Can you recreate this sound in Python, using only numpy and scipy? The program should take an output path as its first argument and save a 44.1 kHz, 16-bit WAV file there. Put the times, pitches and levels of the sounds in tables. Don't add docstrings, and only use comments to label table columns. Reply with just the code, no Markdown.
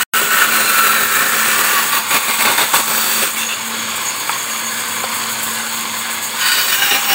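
import sys
import numpy as np
from scipy import signal
from scipy.fft import rfft, irfft, next_fast_len
from scipy.io import wavfile
from scipy.ndimage import uniform_filter1d

SR = 44100
rng = np.random.default_rng(int(sys.argv[2]) if len(sys.argv) > 2 else 0)


def master_out(mix):
    frames = np.transpose(np.atleast_2d(mix))
    ceiling = np.clip(frames, -1, 1)
    pcm = np.round(ceiling * 32767).astype(np.int16)
    wavfile.write(sys.argv[1], SR, pcm)


N = 314874

# pitch_hz, level_db (per Hz)
FRAME_SPECTRUM = [(15, -73), (25, -60), (98, -18), (171, -6.5), (220, -3.5), (358, -5.5), (785, -3.5),
                  (1060, 5.5), (1280, 0.5), (2940, -1), (3370, -0.5), (5880, -13), (6300, -16), (8190, -40),
                  (13900, -120)]
# pitch_hz, width_hz, level_db
FRAME_MODES = [(100, 17, -3.5), (121.7, 15, -2), (506, 70, -1), (889, 62, 3.5), (1040, 52, 5),
               (1120, 150, 1.5), (1165, 57, 0), (1410, 74, 2.5), (1525, 69, 4.5), (1674, 54, 6.5),
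               (2082, 62, 3.5), (2305, 390, 1), (3273, 86, 1.5), (3385, 44, 6), (3474, 38, 5),
               (4450, 580, 0)]
# time_s, level_db
RATTLE_LEVEL = [(3.5, -24.5), (3.9, -22.5), (4.45, -23), (5.3, -22.5), (6.3, -24)]
# time_s, level_db (rms)
HUM_LEVEL = [(0.15, -37), (0.34, -41), (0.4, -51), (0.5, -34), (0.73, -41.5), (0.95, -34), (1.14, -41),
             (1.18, -47), (1.41, -35), (2.25, -47.5), (2.45, -32), (2.56, -47), (2.95, -34), (3.09, -44),
             (3.21, -30), (3.26, -48), (3.4, -36), (3.56, -48), (3.67, -34), (3.91, -35), (3.96, -45),
             (4.39, -60), (4.51, -40.5), (5.85, -37), (6.58, -48.5), (6.81, -68), (6.89, -48),
             (7.14, -43.5)]
# pitch_hz, level_db (per Hz)
GUIDE_SPECTRUM = [(6200, -31), (6400, -7.5), (6900, -8), (7400, 2), (8700, -1), (11400, -9), (13400, -7),
                  (14000, -6)]
# pitch_hz, width_hz, level_db
GUIDE_MODES = [(8000, 120, 6), (8560, 70, 2), (8760, 180, 0), (10600, 80, -6), (12700, 100, -16)]
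# time_s, scrape_db
RUB_LEVEL = [(3.3, -33), (3.5, -28.5), (3.62, -44), (3.95, -30), (4.1, -29.5), (4.6, -30.5), (5.2, -27),
             (5.5, -29), (5.85, -32), (6.4, -29)]
# pitch_hz, level_db (per Hz)
TEARING_SPECTRUM = [(300, -41), (700, -16), (1000, 2), (1500, 10), (2050, 2.5), (2700, 6.5), (3200, -3),
                    (3900, 1), (4600, -3), (5100, -16.5), (6000, -16.5), (7800, -48)]
# pitch_hz, level_db (per Hz)
THUD_SPECTRUM = [(25, -38), (60, -18.5), (150, -5.5), (300, -0.5), (500, -0.5), (750, -1.5), (1100, -17.5)]
# pitch_hz, width_hz, level_db
TABLE_MODES = [(410, 10.7, 9.5), (540, 27, 7.5)]
# pitch_hz, level_db (per Hz)
KERF_SPECTRUM = [(2820, -60), (4800, -12), (5140, -9.5), (5990, -6.5), (6610, -6), (7210, -5.5), (7790, 3),
                 (8170, 2.5), (9110, -3.5), (11600, -10), (13500, -5)]
# pitch_hz, width_hz, level_db
KERF_MODES = [(6840, 240, 0), (7900, 150, -10), (7660, 120, -4.5), (8520, 110, 1.5), (10100, 280, -1.5)]
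# start_s, peak_db, pitch_factor
KNOCKS = [(4.2941, -2, 1.0), (4.2965, -7, 1.0), (5.0403, -10, .57)]
# pitch_hz, level_db (relative), t60_s (time to fall 60 dB)
OFFCUT_MODES = [(937, -13, .055), (1350, 0, .009), (2250, -3, .009)]
# pitch_hz, width_hz, level_db
SINGING_MODES = [(6562, 91, -7), (6673, 53, -7.5), (6970, 320, -13.5)]
# pitch_hz, level_db (per Hz)
SIZZLE_SPECTRUM = [(12000, -32.5), (13500, 2), (14200, 0), (14800, 8), (15200, 7), (15800, 8)]
# start_s, end_s, middle_hz, width_hz (nominal), level_db (over the tearing)
KERF_RINGS = [(-.3, .6, 2955, 120, -6), (-.2, .7, 1322, 40, -2.5), (-.2, .7, 1830, 90, -3.5),
              (-.2, 0.97, 1470, 100, 1), (.1, 1, 2710, 80, -8), (.3, 1.9, 2340, 100, -7.5),
              (.35, 1.5, 1343, 50, 0), (.45, 0.84, 4140, 100, -7), (.8, 1.3, 3910, 120, -10),
              (.5, 2.5, 10970, 260, -13.5), (.75, 1.6, 1477, 370, 0.5), (.75, 2, 1780, 95, -2),
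              (1.1, 2.4, 1915, 60, -9.5), (1.3, 2.2, 2770, 365, -7.5), (1.4, 2.6, 1150, 70, -1),
              (1.5, 3.2, 893, 160, -5), (1.7, 3.6, 3540, 270, -6.5), (1.9, 2.6, 2410, 140, -5),
              (2., 2.76, 2150, 100, -4.5), (2.6, 3.1, 1330, 100, -4.5), (2.7, 3, 1125, 60, -2.5),
              (1.6, 2.9, 4540, 250, -10), (2.8, 3.3, 4580, 200, -6), (3.3, 3.65, 3470, 150, -1.5),
              (3.33, 3.4, 2215, 150, -2), (3.33, 3.8, 2730, 215, 2.5), (6.3, 6.75, 1476, 50, -2.5),
              (6.3, 6.75, 4720, 340, -4), (6.3, 6.9, 2980, 120, -2.5), (6.65, 7.3, 2875, 160, 0),
              (6.3, 7, 3770, 175, -3.5), (6.35, 7, 1850, 80, -4), (6.4, 7.1, 2410, 120, -4),
              (6.7, 7.4, 796.6, 25, -6.5), (6.7, 6.9, 1580, 80, -1.5), (6.8, 6.4, 4550, 365, -1.5),
              (6.5, 7.4, 5580, 490, -6.5), (1.4, 2.3, 1410, 45, -7.5), (2.8, 3.4, 5650, 250, -21),
              (-.2, 1.6, 1128, 25, -10.5)]
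# middle_s, scrape_db, sizzle_db
FLARES = [(3.39, -27, -32), (3.68, -30, -32), (4.2, -38, -33), (4.52, -30, -33), (4.7, -43, -35),
          (5.17, -25, -29), (5.44, -32, -27), (5.76, -28, -28), (6.0, -26, -31), (6.13, -40, -33),
          (6.26, -32, -35)]
# middle_s, level_db
SQUEAKS = [(3.47, -28), (3.81, -30), (4.08, -22.5), (4.22, -29), (4.41, -25.5), (4.53, -28), (4.67, -30),
           (5.77, -30), (6.41, -26)]
# time_s, wood_db, thud_db, hiss_db, sizzle_db (over hiss)
FEED = [(0, -17.5, -37, -21, -2), (.3, -20, -38, -24, 1), (.47, -18, -35, -24, 3), (.6, -16, -28.5, -20, 0),
        (0.999, -17, -33.5, -22, 3), (1.5, -17.5, -31, -20.5, 0), (1.84, -16, -32, -20.5, 0),
        (1.86, -23, -42, -22, -3), (2.06, -24.5, -49, -30.5, 0), (2.36, -21.5, -46, -24, 2),
        (2.55, -21.5, -34, -23.5, -1), (2.69, -28, -44, -25, -1), (2.8, -20, -27, -20, -6),
        (2.866, -26, -36, -24, -3), (2.901, -21.5, -32.5, -20.5, 0), (3.26, -20, -34, -17.5, -6),
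        (3.33, -39, -55, -40, -5), (3.6, -43.5, -55, -42, -8), (3.7, -70, -70, -70, 0),
        (6.3, -70, -70, -70, 0), (6.36, -33, -60, -31, -10), (6.41, -18, -48, -26, -2),
        (6.62, -18, -45, -23, 3), (6.65, -23, -37, -27, 7), (6.9, -23, -42, -27, 6),
        (7.001, -23, -43, -32, 10), (7.14, -19, -40, -24, 10)]
# start_s, hold_s, wood_db, thud_db, hiss_db
BITES = [(0, .04, -18.5, -34, -20.5), (0.123, 0.061, -16, -32, -20.5), (0.207, 0.0088, -20, -24.5, -30),
         (0.311, 0.12, -15, -31.5, -22), (0.507, 0.09, -18, -35, -24), (0.749, 0.033, -24, -38, -30),
         (0.817, 0.048, -16.5, -28, -21), (0.918, 0.052, -17, -31, -30), (1.111, 0.076, -20, -32, -28),
         (1.25, 0.014, -21, -29, -31.5), (1.478, 0.032, -19, -36, -22.5), (1.58, 0.013, -19.5, -28, -23),
         (1.82, 0.016, -32, -30, -35), (1.914, 0.06, -17, -31, -20.5), (2.1, 0.062, -14.5, -26.5, -20.5),
         (2.273, 0.016, -14.5, -30, -22), (2.382, 0.061, -19, -29, -23), (2.447, 0.033, -14, -21.5, -26),
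         (2.573, 0.048, -14, -26, -21), (2.73, 0.031, -15.5, -26, -19), (2.867, 0.0078, -19.5, -30, -20),
         (3.216, 0.034, -22, -26, -27), (3.362, 0.062, -22.5, -41, -25), (3.48, 0.037, -20, -46, -31),
         (6.447, 0.021, -18, -45, -22), (6.559, 0.044, -17, -36, -22), (6.674, .015, -18.5, -32, -30),
         (6.715, .02, -18, -32, -26), (6.776, 0.011, -19, -40, -27), (6.811, 0.045, -14, -32, -22),
         (6.902, 0.049, -14.5, -26.5, -27), (7.09, 0.041, -15, -27, -30.5)]

HUM_HZ, LOAD_SAG_HZ = 225.5, 1.99
SIZZLE_UNDER_DB, SIZZLE_FOLLOWS = -8, 1.5
SING_DB = -33.5
FLARE_S, SQUEAK_S = .03, .022
BITE_RISE_S, BITE_FALL_DB_PER_S = 0.01, 302
SINK_PER_S = 0.037
DROPOUT_START_S, DROPOUT_END_S = .0332, .1366
EDGE_HZ = 15770


def gain_of(db):
    return 10 ** (np.asarray(db) / 20)


def evened(x):
    return x / np.sqrt(np.mean(x ** 2) + 1e-20)


def along(rows, t):
    s, *columns = np.transpose(rows)
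    return [np.interp(t, s, c) for c in columns]


def colour(x, broad, modes=()):
    size = next_fast_len(len(x))
    hz = np.fft.rfftfreq(size, 1 / SR)
    f, db = np.transpose(broad)
    power = gain_of(2 * np.interp(np.log(hz + 1), np.log(f + 1), db))
    for mode_hz, width, mode_db in modes:
        power = power + gain_of(2 * mode_db) / (1 + (2 * (hz - mode_hz) / width) ** 2) ** 2
    return evened(irfft(rfft(x, size) * np.sqrt(power), size)[:len(x)])


def resonate(x, hz, width):
    turn = np.exp(2j * np.pi * np.cumsum(hz) / SR)
    r = np.exp(-np.pi * width / SR)
    return 2 * (turn * signal.lfilter([1 - r], [1, -r], x / turn)).real


def wobble(length, hz):
    noise = uniform_filter1d(rng.standard_normal(length), round(SR / hz / 4))
    return evened(signal.lfilter([1], [1, -np.exp(-2 * np.pi * hz / SR)], noise))


def snags(per_s, fade_s):
    jumps = rng.exponential(1, N) * (rng.random(N) < per_s / SR)
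    rise = signal.lfilter([1], [1, -np.exp(-1 / (fade_s * SR))], uniform_filter1d(jumps, size=60))
    return evened(rise - rise.mean())


def scratches(length, per_s, spread_db, smooth):
    struck = rng.random(length) < per_s / SR
    size = gain_of(spread_db * np.minimum(rng.exponential(1, length), 5)) * struck
    clicks = evened(size * rng.choice([-1., 1.], length))
    return evened(clicks + smooth * rng.standard_normal(length))


def patchy(x, depth_db, bins, frames):
    z = signal.stft(x, nperseg=512)[2]
    across_pitch = uniform_filter1d(rng.standard_normal(z.shape), bins, 0)
    field = uniform_filter1d(across_pitch, frames, 1)
    return evened(signal.istft(z * gain_of(depth_db * evened(field)), nperseg=512)[1][:len(x)])


def bumps(rows, half_s, t):
    s, *columns = np.transpose(rows)
    coarse = t[::64]
    bell = np.exp(-((coarse - s[:, None]) / half_s) ** 2)
    return [np.interp(t, coarse, 10 * np.log10(gain_of(2 * db) @ bell + 1e-9)) for db in columns]


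def machine():
    t = np.arange(N) / SR
    rattle = colour(scratches(N, per_s=3000, spread_db=3.0, smooth=1.3), FRAME_SPECTRUM, FRAME_MODES)
    rattle = patchy(rattle, 1.36, 3, 24)
    rattle_db = along(RATTLE_LEVEL, t)[0] + 0.73 * wobble(N, hz=18.0)
    cutting = 1. * (along(FEED, t)[0] > -40)
    loaded = uniform_filter1d(cutting, SR // 2)
    hum_phase = 2 * np.pi * np.cumsum(HUM_HZ - LOAD_SAG_HZ * loaded) / SR
    hum = np.sqrt(2) * gain_of(along(HUM_LEVEL, t)[0]) * np.sin(hum_phase)
    return gain_of(rattle_db) * rattle + hum


def guides():
    t = np.arange(N) / SR
    rub_db, = along(RUB_LEVEL, t)
    flare_db, crackle_db = bumps(FLARES, FLARE_S, t)
    squeak_db, = bumps(SQUEAKS, SQUEAK_S, t)
    flutter_db = 2.1 * wobble(N, hz=14.)
    sizzle_db = SIZZLE_UNDER_DB + rub_db + SIZZLE_FOLLOWS * flutter_db + 1.6 * wobble(N, hz=14.)
    touch = patchy(scratches(N, per_s=4000, spread_db=1.0, smooth=0.99), 0.84, 5, 12)

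    squeal_gain = np.hypot(gain_of(squeak_db), gain_of(SING_DB + 1.25 * wobble(N, hz=10.6)))
    squeal = squeal_gain * colour(touch, [(6000, -52.0), (8000, -42)], SINGING_MODES)
    scrape_power = gain_of(2 * (rub_db + flutter_db)) + gain_of(2 * flare_db) + gain_of(2 * -30.0)
    scrape = np.sqrt(scrape_power) * colour(touch, GUIDE_SPECTRUM, GUIDE_MODES)
    sizzle_power = gain_of(2 * sizzle_db) + gain_of(2 * crackle_db) + gain_of(2 * -43.0)
    sizzle = np.sqrt(sizzle_power) * colour(touch, SIZZLE_SPECTRUM)

    squeal_flicker = gain_of(1.2 * wobble(N, hz=26.0))
    rub_flicker = gain_of(0.74 * wobble(N, hz=45.) + 1.1 * snags(per_s=45.0, fade_s=.015))
    return squeal_flicker * squeal + rub_flicker * (scrape + sizzle)


def knock(peak_db, pitch):
    t = np.arange(6000) / SR
    ring = 0
    for hz, level_db, t60 in OFFCUT_MODES:
        decay = 1000 ** (-t * pitch / t60)
        ring = ring + gain_of(level_db) * decay * np.sin(2 * np.pi * hz * pitch * t)
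    less_bass = signal.butter(2, 500 * pitch, "highpass", fs=SR, output="sos")
    ring = signal.sosfilt(less_bass, ring * np.minimum(t / .0004, 1))
    return gain_of(peak_db) * ring / abs(ring).max()


def pressure(t):
    start, hold, *bite_db = np.transpose(BITES)
    coarse = t[::32]
    since = coarse - start[:, None]
    rise = np.clip(since / BITE_RISE_S, 0, 1)
    falling_s = np.clip(since - BITE_RISE_S - hold[:, None], 0, 1)
    shape = rise * gain_of(-BITE_FALL_DB_PER_S * falling_s)
    return [np.interp(t, coarse, np.sqrt(gain_of(2 * feed_db) + gain_of(2 * db) @ shape ** 2))
            for feed_db, db in zip(along(FEED, coarse), bite_db)]


def blank(bites, t):
    sound, power = colour(bites, TEARING_SPECTRUM), np.ones(len(t))
    for k, (start, end, middle_hz, width, db) in enumerate(KERF_RINGS):
        share = np.clip((t - start) / (end - start), 0, 1)
        live = np.flatnonzero((share > 0) & (share < 1))
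        if len(live) > 1:
            swell = gain_of(db) * np.sqrt(np.sin(np.pi * share[live]))
            waver = 1 + .006 * wobble(len(live), hz=10.)
            hz = middle_hz * (1 - SINK_PER_S * (t[live] - (start + end) / 2)) * waver
            drive = np.roll(bites, 500 * (k + 1))[live]
            ring = resonate(resonate(drive, hz, 1.3 * width), hz, 1.3 * width)
            sound = sound + np.pad(swell * evened(ring), (live[0], len(t) - live[-1] - 1))
            power[live] += swell ** 2
    return patchy(sound / np.sqrt(power), .8, 4, 10)


def cut():
    t = np.arange(N) / SR
    wood_gain, thud_gain, hiss_gain = pressure(t)
    judder_db = 0.72 * wobble(N, hz=40.) + 0.85 * snags(per_s=40., fade_s=0.021) + 0.61 * wobble(N, hz=19.0)
    bites = scratches(N, per_s=2500, spread_db=2.5, smooth=0.67)
    thud = thud_gain * gain_of(2.33 * wobble(N, hz=11.4)) * colour(bites, THUD_SPECTRUM, TABLE_MODES)
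    rasp = patchy(bites + 2.0 * rng.standard_normal(N), 2.1, 5, 30)
    sizzle_db = along(FEED, t)[3] + 1.2 * wobble(N, hz=12.)
    hiss = colour(rasp, KERF_SPECTRUM, KERF_MODES) + gain_of(sizzle_db) * colour(rasp, SIZZLE_SPECTRUM)
    return gain_of(judder_db) * (wood_gain * blank(bites, t) + thud + hiss_gain * hiss)


def scene():
    mix = machine() + guides() + cut()
    for start_s, peak_db, pitch in KNOCKS:
        mix[round(start_s * SR):][:6000] += knock(peak_db, pitch)
    return np.array([mix, mix])


def record(dry):
    t = np.arange(N) / SR
    trace = gain_of(-25 - 1800 * np.clip(t - DROPOUT_START_S, 0, 1))
    dropped = (t > DROPOUT_START_S) & (t < DROPOUT_END_S)
    heard = dry * np.where(dropped, trace, 1)
    band = signal.firwin(2001, EDGE_HZ, window=("kaiser", 9), fs=SR)
    return signal.oaconvolve(np.clip(heard, -1, 1), band[None], "same")


dry = scene()
out = record(dry)
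master_out(out)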